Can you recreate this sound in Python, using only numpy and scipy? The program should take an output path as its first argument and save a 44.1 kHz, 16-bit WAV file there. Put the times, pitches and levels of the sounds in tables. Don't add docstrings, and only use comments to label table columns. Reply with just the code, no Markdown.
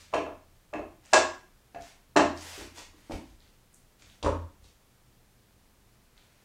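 import sys
import numpy as np
from scipy import signal
from scipy.fft import rfft, irfft
from scipy.io import wavfile
from scipy.ndimage import uniform_filter1d

SR = 44100
rng = np.random.default_rng(int(sys.argv[2]) if len(sys.argv) > 2 else 0)


def int16_out(signal):
    q = np.round(np.clip(np.atleast_2d(signal).T, -1, 1) * 32767)
    wavfile.write(sys.argv[1], SR, q.astype(np.int16))


def ratio_of_db(decibels):
    return 10 ** (np.asarray(decibels, float) / 20)


N = 284180

# start in seconds, strength in dB, post share in dB, hard edge share in dB.
CONTACTS = [(0.135, -19.5, -13, -7.5), (0.141, -23.5, 2, 1), (0.149, -44, 11, -13), (0.175, -29, 2.5, -18),
            (0.211, -39, 1.5, 1), (0.263, -30, -6, -23), (0.734, -30, -7.5, 3), (0.741, -28.5, -0.5, -11),
            (0.754, -35.5, 4.5, -0.5), (0.791, -29, -9, -10.5), (1.131, -10.5, -14, 3.5),
            (1.139, -14, -4, 1), (1.15, -18.5, -4, -5), (2.161, -18.5, 3, 4), (2.168, -11, -17, -0.5),
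            (2.174, -18, -10.5, -3.5), (2.193, -15, 0.5, -28), (2.216, -33, -10, -10),
            (2.233, -39, -13.5, -17.5), (2.576, -51, 16.5, -12), (2.608, -41, 6.5, -22),
            (2.932, -67.5, 17, -26.5)]
# start in seconds, strength in dB, post share in dB, hard edge share in dB.
KICKS = [(1.745, -28, -28, -4), (1.7595, -30.5, -18, -13), (1.777, -35, -16, -18), (2.779, -44.5, -1, -9.5),
         (3.096, -32.5, -0.5, -30), (3.108, -26.5, -10, -24), (3.117, -26, -8.5, -17),
         (3.132, -37.5, 10, -24), (3.164, -51, -19, -30), (3.193, -44, -16, -30), (4.019, -57.5, 2, 11),
         (4.2255, -33, -8.5, -6), (4.244, -28, -5, 1.5), (4.234, -34, -10, -27), (4.253, -30, -10, -14),
         (4.261, -23, -16, -14.5), (4.2682, -24, -20, -20), (4.282, -34, -16, -25), (4.313, -47, 11, -30),
         (4.642, -60.5, 1.5, -27)]
# start in seconds, strength in dB.
PUSHES = [
    (0.1281, -34),
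    (0.73, -30.5),
    (1.1289, -23),
    (2.1571, -25.5),
    (2.1587, -11.5),
]
PUSH_POST_DB = -13
# start of the blow in seconds, lower knock share in dB,
# upper knock share in dB, clack ring in dB, higher hard rings in dB.
BLOWS = [(0, -3, 0.5, -5, -8.5), (.6, -10, -4, -7, -5.5), (1.0, -1.5, 4.5, -3.5, -10.5),
         (1.6, -36, -13.5, -15, -14.5), (2.0, -22, -1.5, -7, -5), (2.5, -9, -3, -28, -24),
         (2.7, 2.5, 12.5, -25, -25), (3.0, -11, 0.5, -39, -40), (4.0, 1, 0, -37.5, -40),
         (4.2, -3, 9.5, -42, -40), (4.235, 12, 3, -40, -38.5), (4.258, 4, 9.5, -40, -40)]
# upper clack in dB, crack in dB, upper crack in dB, air in dB.
EDGE_COLOURS = [(2.5, -13.5, -14.5, -22.5), (-7, -20.5, -22.5, -30), (-1, -5, -0.5, -25),
                (-10.5, -22.5, -22, -35.5), (-5.5, -9, -9.5, -26.5), (0, 0, 0, -10), (0, 16.5, 2, -12),
                (10, 3.5, 0, -13), (0.5, 0, -1, -14), (7.5, 13.5, 3.5, -5), (-4, -15, -9, -16),
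                (0, -9, -3, -8)]

# frequency in Hz, level in dB, T60 in seconds.
KNOCK_MODES = [(608.7, -0.24, 0.062), (688.3, -0.53, 0.056), (761, -2.3, 0.033)]
# frequency in Hz, level in dB, T60 in seconds.
POST_MODES = [(140.1, -16.5, 0.027), (204, -9, 0.034), (275, -3.5, 0.079), (301.6, -1, .1), (338, -3, 0.13),
              (368, 1.5, 0.054), (452, -1.5, 0.027)]
# frequency in Hz, level in dB, T60 in seconds.
LOWER_MODES = [(499, -1, .025), (510, -4.5, 0.13), (595, 1, 0.042)]
# frequency in Hz, level in dB, T60 in seconds.
UPPER_MODES = [(810, 0.5, 0.02), (917, 8.7, 0.011), (1055, 5.5, 0.026), (1276, 5, 0.0075)]
# frequency in Hz, level in dB, T60 in seconds.
LEG_FAMILIES = [
    [(644, 0.58, 0.0088)],
    [(179.3, -4.5, 0.054), (265, 6.5, 0.021), (307.6, 9.5, 0.049), (371, -2, 0.041)],
    [(543, 0.0074, 0.028)],
    [(838, 4, 0.0043), (944, 3.5, 0.013), (1133, -3, 0.0064)],
]
# (Hz, level in dB, T60 in seconds).
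SNAP_PARTS = [
    (1060, 2150, [(1643.5, -7, 0.041), (1722, -5, .025)]),
    (2150, 3200, [(2606, 0.5, 0.023), (2720, -3.5, 0.013)]),
    (3098, 5300, [(3600, -9, .008), (4140, 0.5, .012)]),
    (5160, 7830, [(5640, -3.5, 0.014), (6560, 0, 0.008)]),
    (8437, 9800, []),
]
# start in seconds, level in dB,
# frequency in Hz, T60 in seconds.
SPOT_RINGS = [
    (1.7475, -40, 699, .06),
    (1.7606, -32.5, 691, .07),
    (2.168, -26, 1690, 0.054),
    (2.170, -30, 2680, 0.036),
    (2.7806, -43, 950, .02),
    (3.11, -42, 898, .03),
    (4.247, -28, 1000, 0.029),
    (4.2624, -19, 1040, 0.032),
    (4.2695, -20, 896, .035),
    (4.2694, -22.5, 563, 0.034),
]

# peak in seconds,
# free swing in seconds, board level in dB, joist level in dB, rise in dB per second.
FLOOR_SWINGS = [(0.0, 0.092, -62.5, -66, 500), (0.16, .38, -51, -52, 600), (0.8, 0.12, -55, -52, 200),
                (1.19, 0.13, -51, -65.5, 347.5), (1.82, .03, -62, -56.5, 400), (2.22, .33, -43.5, -52, 293),
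                (2.606, .22, -54.5, -50, 797), (2.9, .03, -61.5, -72, 300), (3.141, 0.026, -42, -42, 600),
                (3.3, 0.17, -61.5, -55.5, 200), (4.062, 0.053, -62.5, -65.5, 498),
                (4.249, .21, -31, -32.5, 1300), (4.64, 0.039, -59.5, -57.5, 197)]
# start in seconds, level in dB.
LURCHES = [
    (1.139, -73),
    (2.169, -63),
    (2.779, -63),
    (3.129, -30.5),
    (4.239, -50),
]
BOARD_HZ, JOIST_HZ, LURCH_HZ = 83.6, 51, 28
DAMPED_DB_PER_S, BOARD_SAG_DB_PER_S, JOIST_SAG_DB_PER_S = 352, 43, 120

# start in seconds, hold in seconds, level in dB,
# low share in dB, top share in dB.
SLIDES = [(0.0, 0.01, -53.5, -5.5, -16), (0.139, .01, -57, 7.5, -15), (1.051, 0.016, -62.5, 3, -18),
          (1.125, .012, -55, -3, -13), (1.81, 0.08, -58.5, 0, -10.5), (2.376, 0.0093, -50.5, -14, -14),
          (2.427, .19, -49, -1, -9), (2.755, .01, -59.5, -2, -4), (2.779, 0.017, -50.5, -1.5, -19),
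          (2.966, 0.14, -69, 2, -8), (3.124, 0.008, -55, 0, -7), (3.252, 0.059, -70, -6, -12),
          (3.399, 0.093, -73, 0, -10), (4.004, 0.0086, -62, -4, -26), (4.064, 0.093, -68, -2.5, -9),
          (4.644, 0.012, -61, -15, -20.5), (5.947, .004, -76, 2, -15), (6.174, 0.0062, -69, 3.5, -29.5),
          (6.225, 0.21, -76.5, 3, -8.5)]
# frequency in Hz, density in dB per Hz.
SLIDE_COLOUR = [(300, -19.5), (600, -5.5), (1200, -8), (2200, -5), (3200, -6.5), (6700, -8), (8500, -10),
                (12000, -13), (15700, -18.5)]
SLIDE_RISE_DB_PER_S, SLIDE_FALL_DB_PER_S = 600.5, 260
# start in seconds, level
# in dB, centre frequency in Hz.
TICKS = [(1.059, -36, 7200), (1.8223, -32.5, 5800), (2.375, -27, 5100), (2.4109, -28.5, 6070),
         (2.7906, -28, 6530), (3.4042, -42, 4130), (3.4231, -46.5, 3520), (3.4765, -48.5, 3880),
         (3.7399, -39.5, 8470), (3.9968, -47, 4350), (4.0218, -44, 2150), (4.0614, -45, 4300),
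         (4.0991, -39.5, 3400), (4.228, -19, 3600), (4.2283, -24.5, 4870), (4.6428, -44, 4360),
         (6.1779, -40, 3650), (3.731, -44, 10280), (3.744, -35.5, 7510), (3.746, -37, 9890)]

# frequency in Hz, T60 in seconds.
ROOM_T60 = [(100, 0.46), (250, .45), (500, 0.34), (1500, 0.42), (4000, 0.38), (8000, 0.34), (14000, 0.25)]
# frequency in Hz, density in dB per Hz.
HISS_COLOUR = [(12, -48), (20, 1), (30, -0.5), (45, -7.5), (75, -8.5), (100, -15.5), (121, -5.5),
               (146, -16.5), (198, -12), (250, -17), (600, -22.5), (2750, -29.5), (13500, -35),
               (16000, -37)]
HISS_DB = -61.5
HUM_HZ, HUM_DB = 115.9, -82.5
CUTOFF_HZ = 15830


def wood(s, db, post_db, families, push_samples):
    lower_db, upper_db = shares(BLOWS, s)[1:3]
    family_shares_db = (0, post_db, lower_db, upper_db)
    body = sum(struck(modes, s + 0.0012, db + share_db - 6.0, spread_db=3.5)
               for modes, share_db in zip(families, family_shares_db))
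    push = np.hanning(push_samples)
    return np.convolve(body, push / push.sum())[:N]


def struck(modes, times, db, spread_db):
    luck = rng.standard_normal((len(times), len(modes)))
    out = 0
    for k, (hz, mode_db, t60) in enumerate(modes):
        force = clicks(times, db + mode_db + spread_db * luck[:, k])
        out = out + ring(force, hz, t60) * (-1) ** k
    return out


def ring(force, hz, t60):
    radius = ratio_of_db(-60 / (t60 * SR))
    w = 2 * np.pi * hz / SR
    return signal.lfilter([0, np.sin(w)], [1, -2 * radius * np.cos(w), radius * radius], force)


def clicks(times, db):
    out = np.full(N, 1e-18)
    np.add.at(out, (np.asarray(times) * SR).astype(int), ratio_of_db(db))
    return out


def shares(table, s):
    blow = np.searchsorted(np.array(BLOWS)[:, 0], s) - 1
    return np.array(table)[blow].T


def snaps():
    s, db, _, edge_db = np.transpose(CONTACTS + KICKS)
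    parts_db = db + edge_db + [0 * s, *shares(EDGE_COLOURS, s)]
    rings_db = shares(BLOWS, s)[[3, 4, 4, 4, 4]]
    s = s + 0.0024
    out = 0
    for (low, high, modes), part_db, ring_db in zip(SNAP_PARTS, parts_db, rings_db):
        impact = clicks(s, part_db + 0.5) + burst(s, part_db - 0.5, 0.0059)
        out = out + band(impact, low, high, order=3) + struck(modes, s, part_db + ring_db, spread_db=6.5)
    return out


def burst(times, db, length_s):
    envelope = signal.lfilter([1], [1, -np.exp(-1 / (length_s * SR))], clicks(times, db))
    return envelope * rng.standard_normal(N)


def band(x, low_hz, high_hz, order):
    return signal.sosfilt(signal.butter(order, [low_hz, high_hz], "band", fs=SR, output="sos"), x)


def spot_rings():
    return sum(ring(clicks([s], db), hz, t60) for s, db, hz, t60 in SPOT_RINGS)


def boards():
    s, free_s, board_db, joist_db, rise = np.transpose(FLOOR_SWINGS)
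    board = strokes(s, free_s, board_db, rise, BOARD_SAG_DB_PER_S, DAMPED_DB_PER_S)
    joist = strokes(s, free_s, joist_db, rise, JOIST_SAG_DB_PER_S, DAMPED_DB_PER_S)
    waver = 1 + 0.022 * rms_one(uniform_filter1d(rng.standard_normal((2, N)), size=4000))
    phase = 2 * np.pi * np.cumsum(waver * [[BOARD_HZ], [JOIST_HZ]], axis=1) / SR
    swing = np.sqrt(2) * np.sin(phase)
    s, db = np.transpose(LURCHES)
    lurch = ring(clicks(s, db - 2.5), LURCH_HZ, 0.14)
    lurch = signal.sosfilt(signal.butter(2, 120, fs=SR, output="sos"), lurch)
    return board * swing[0] + joist * swing[1] + lurch


def strokes(start_s, hold_s, db, rise, sag, fall):
    step = 32
    t = np.arange(0, N + step, step)[:, None] / SR - start_s
    decay_db = -sag * t - fall * np.maximum(t - hold_s, 0)
    shape_db = db + np.minimum(rise * t, decay_db)
    return np.interp(np.arange(N) / step, np.arange(len(t)), ratio_of_db(shape_db).sum(axis=1))


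def slides():
    s, hold_s, db, low_db, top_db = np.transpose(SLIDES)
    gains = np.array([strokes(s, hold_s, db + share_db, SLIDE_RISE_DB_PER_S, 0, SLIDE_FALL_DB_PER_S)
                      for share_db in (low_db, 0, top_db)])
    grain = ratio_of_db(2.0 * rms_one(uniform_filter1d(rng.standard_normal(N), size=60)))
    edges_hz = [(450, 2700), (2700, 8600), (8600, 15700)]
    parts = [rms_one(band(coloured(SLIDE_COLOUR, N) * grain, low, high, order=2)) for low, high in edges_hz]
    return ratio_of_db(-3.0) * np.sum(gains * parts, axis=0)


def ticks():
    out = np.zeros(N)
    for s, db, hz in TICKS:
        at = round(s * SR)
        t = np.arange(round(5 * SR / hz)) / SR
        out[at:at + len(t)] += ratio_of_db(db - 6.0) * np.sin(2 * np.pi * hz * t) * np.hanning(len(t))
    return out


def room(x, wet_db):
    t = np.arange(round(0.8 * SR)) / SR
    edges = 60 * 2 ** np.arange(0, 8.3, 1 / 3)
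    white = rng.standard_normal((3, len(t))) * ratio_of_db(3.5 * rng.standard_normal(len(t)))
    tail = np.zeros(len(t))
    for k, (low, high) in enumerate(zip(edges, edges[1:])):
        decay = ratio_of_db(-60 * t / at_hz(ROOM_T60, np.sqrt(low * high)))
        tail += band(white[k % 3], low, high, order=2) * decay
    tail = tail * np.clip((t - 0.003) / 0.007, 0, 1)
    tail = tail / np.sqrt(np.sum(tail ** 2))
    return x + ratio_of_db(wet_db) * signal.fftconvolve(x, tail)[:N]


def background():
    hum = rms_one(ring(ring(rng.standard_normal(N), HUM_HZ, 0.5), HUM_HZ, 0.5))
    return ratio_of_db(HISS_DB) * coloured(HISS_COLOUR, N) + ratio_of_db(HUM_DB) * hum


def coloured(spectrum, size):
    hz = np.maximum(np.fft.rfftfreq(size, 1 / SR), 1)
    white = rfft(rng.standard_normal(size))
    return rms_one(irfft(white * ratio_of_db(at_hz(spectrum, hz)), size))


def at_hz(points, hz):
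    points = np.array(points)
    return np.interp(np.log(hz), np.log(points[:, 0]), points[:, 1])


def rms_one(x):
    return x / np.sqrt(np.mean(x ** 2) + 1e-20)


def scene():
    arm = [KNOCK_MODES, POST_MODES, LOWER_MODES, UPPER_MODES]
    push_s, push_db = np.transpose(PUSHES)
    pushes = wood(push_s - 0.00097, push_db, PUSH_POST_DB, arm, push_samples=35)
    blows = wood(*np.transpose(CONTACTS)[:3], arm, push_samples=25)
    kicks = wood(*np.transpose(KICKS)[:3], LEG_FAMILIES, push_samples=25)
    bass_cut = signal.butter(2, 130, "high", fs=SR, output="sos")
    dummy = signal.sosfilt(bass_cut, pushes + blows + kicks)
    near = room(dummy + spot_rings() + snaps() + ticks() + slides(), wet_db=-1.0)
    return (near + boards() + background())[None]


def top_cut(x):
    return signal.sosfilt(signal.butter(12, 16480, fs=SR, output="sos"), x)


def record(dry):
    low_pass = signal.ellip(12, 0.3, 60, CUTOFF_HZ, fs=SR, output="sos")
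    mix = signal.sosfilt(low_pass, dry)
    return top_cut(mix)


dry = scene()
out = record(dry)
int16_out(out)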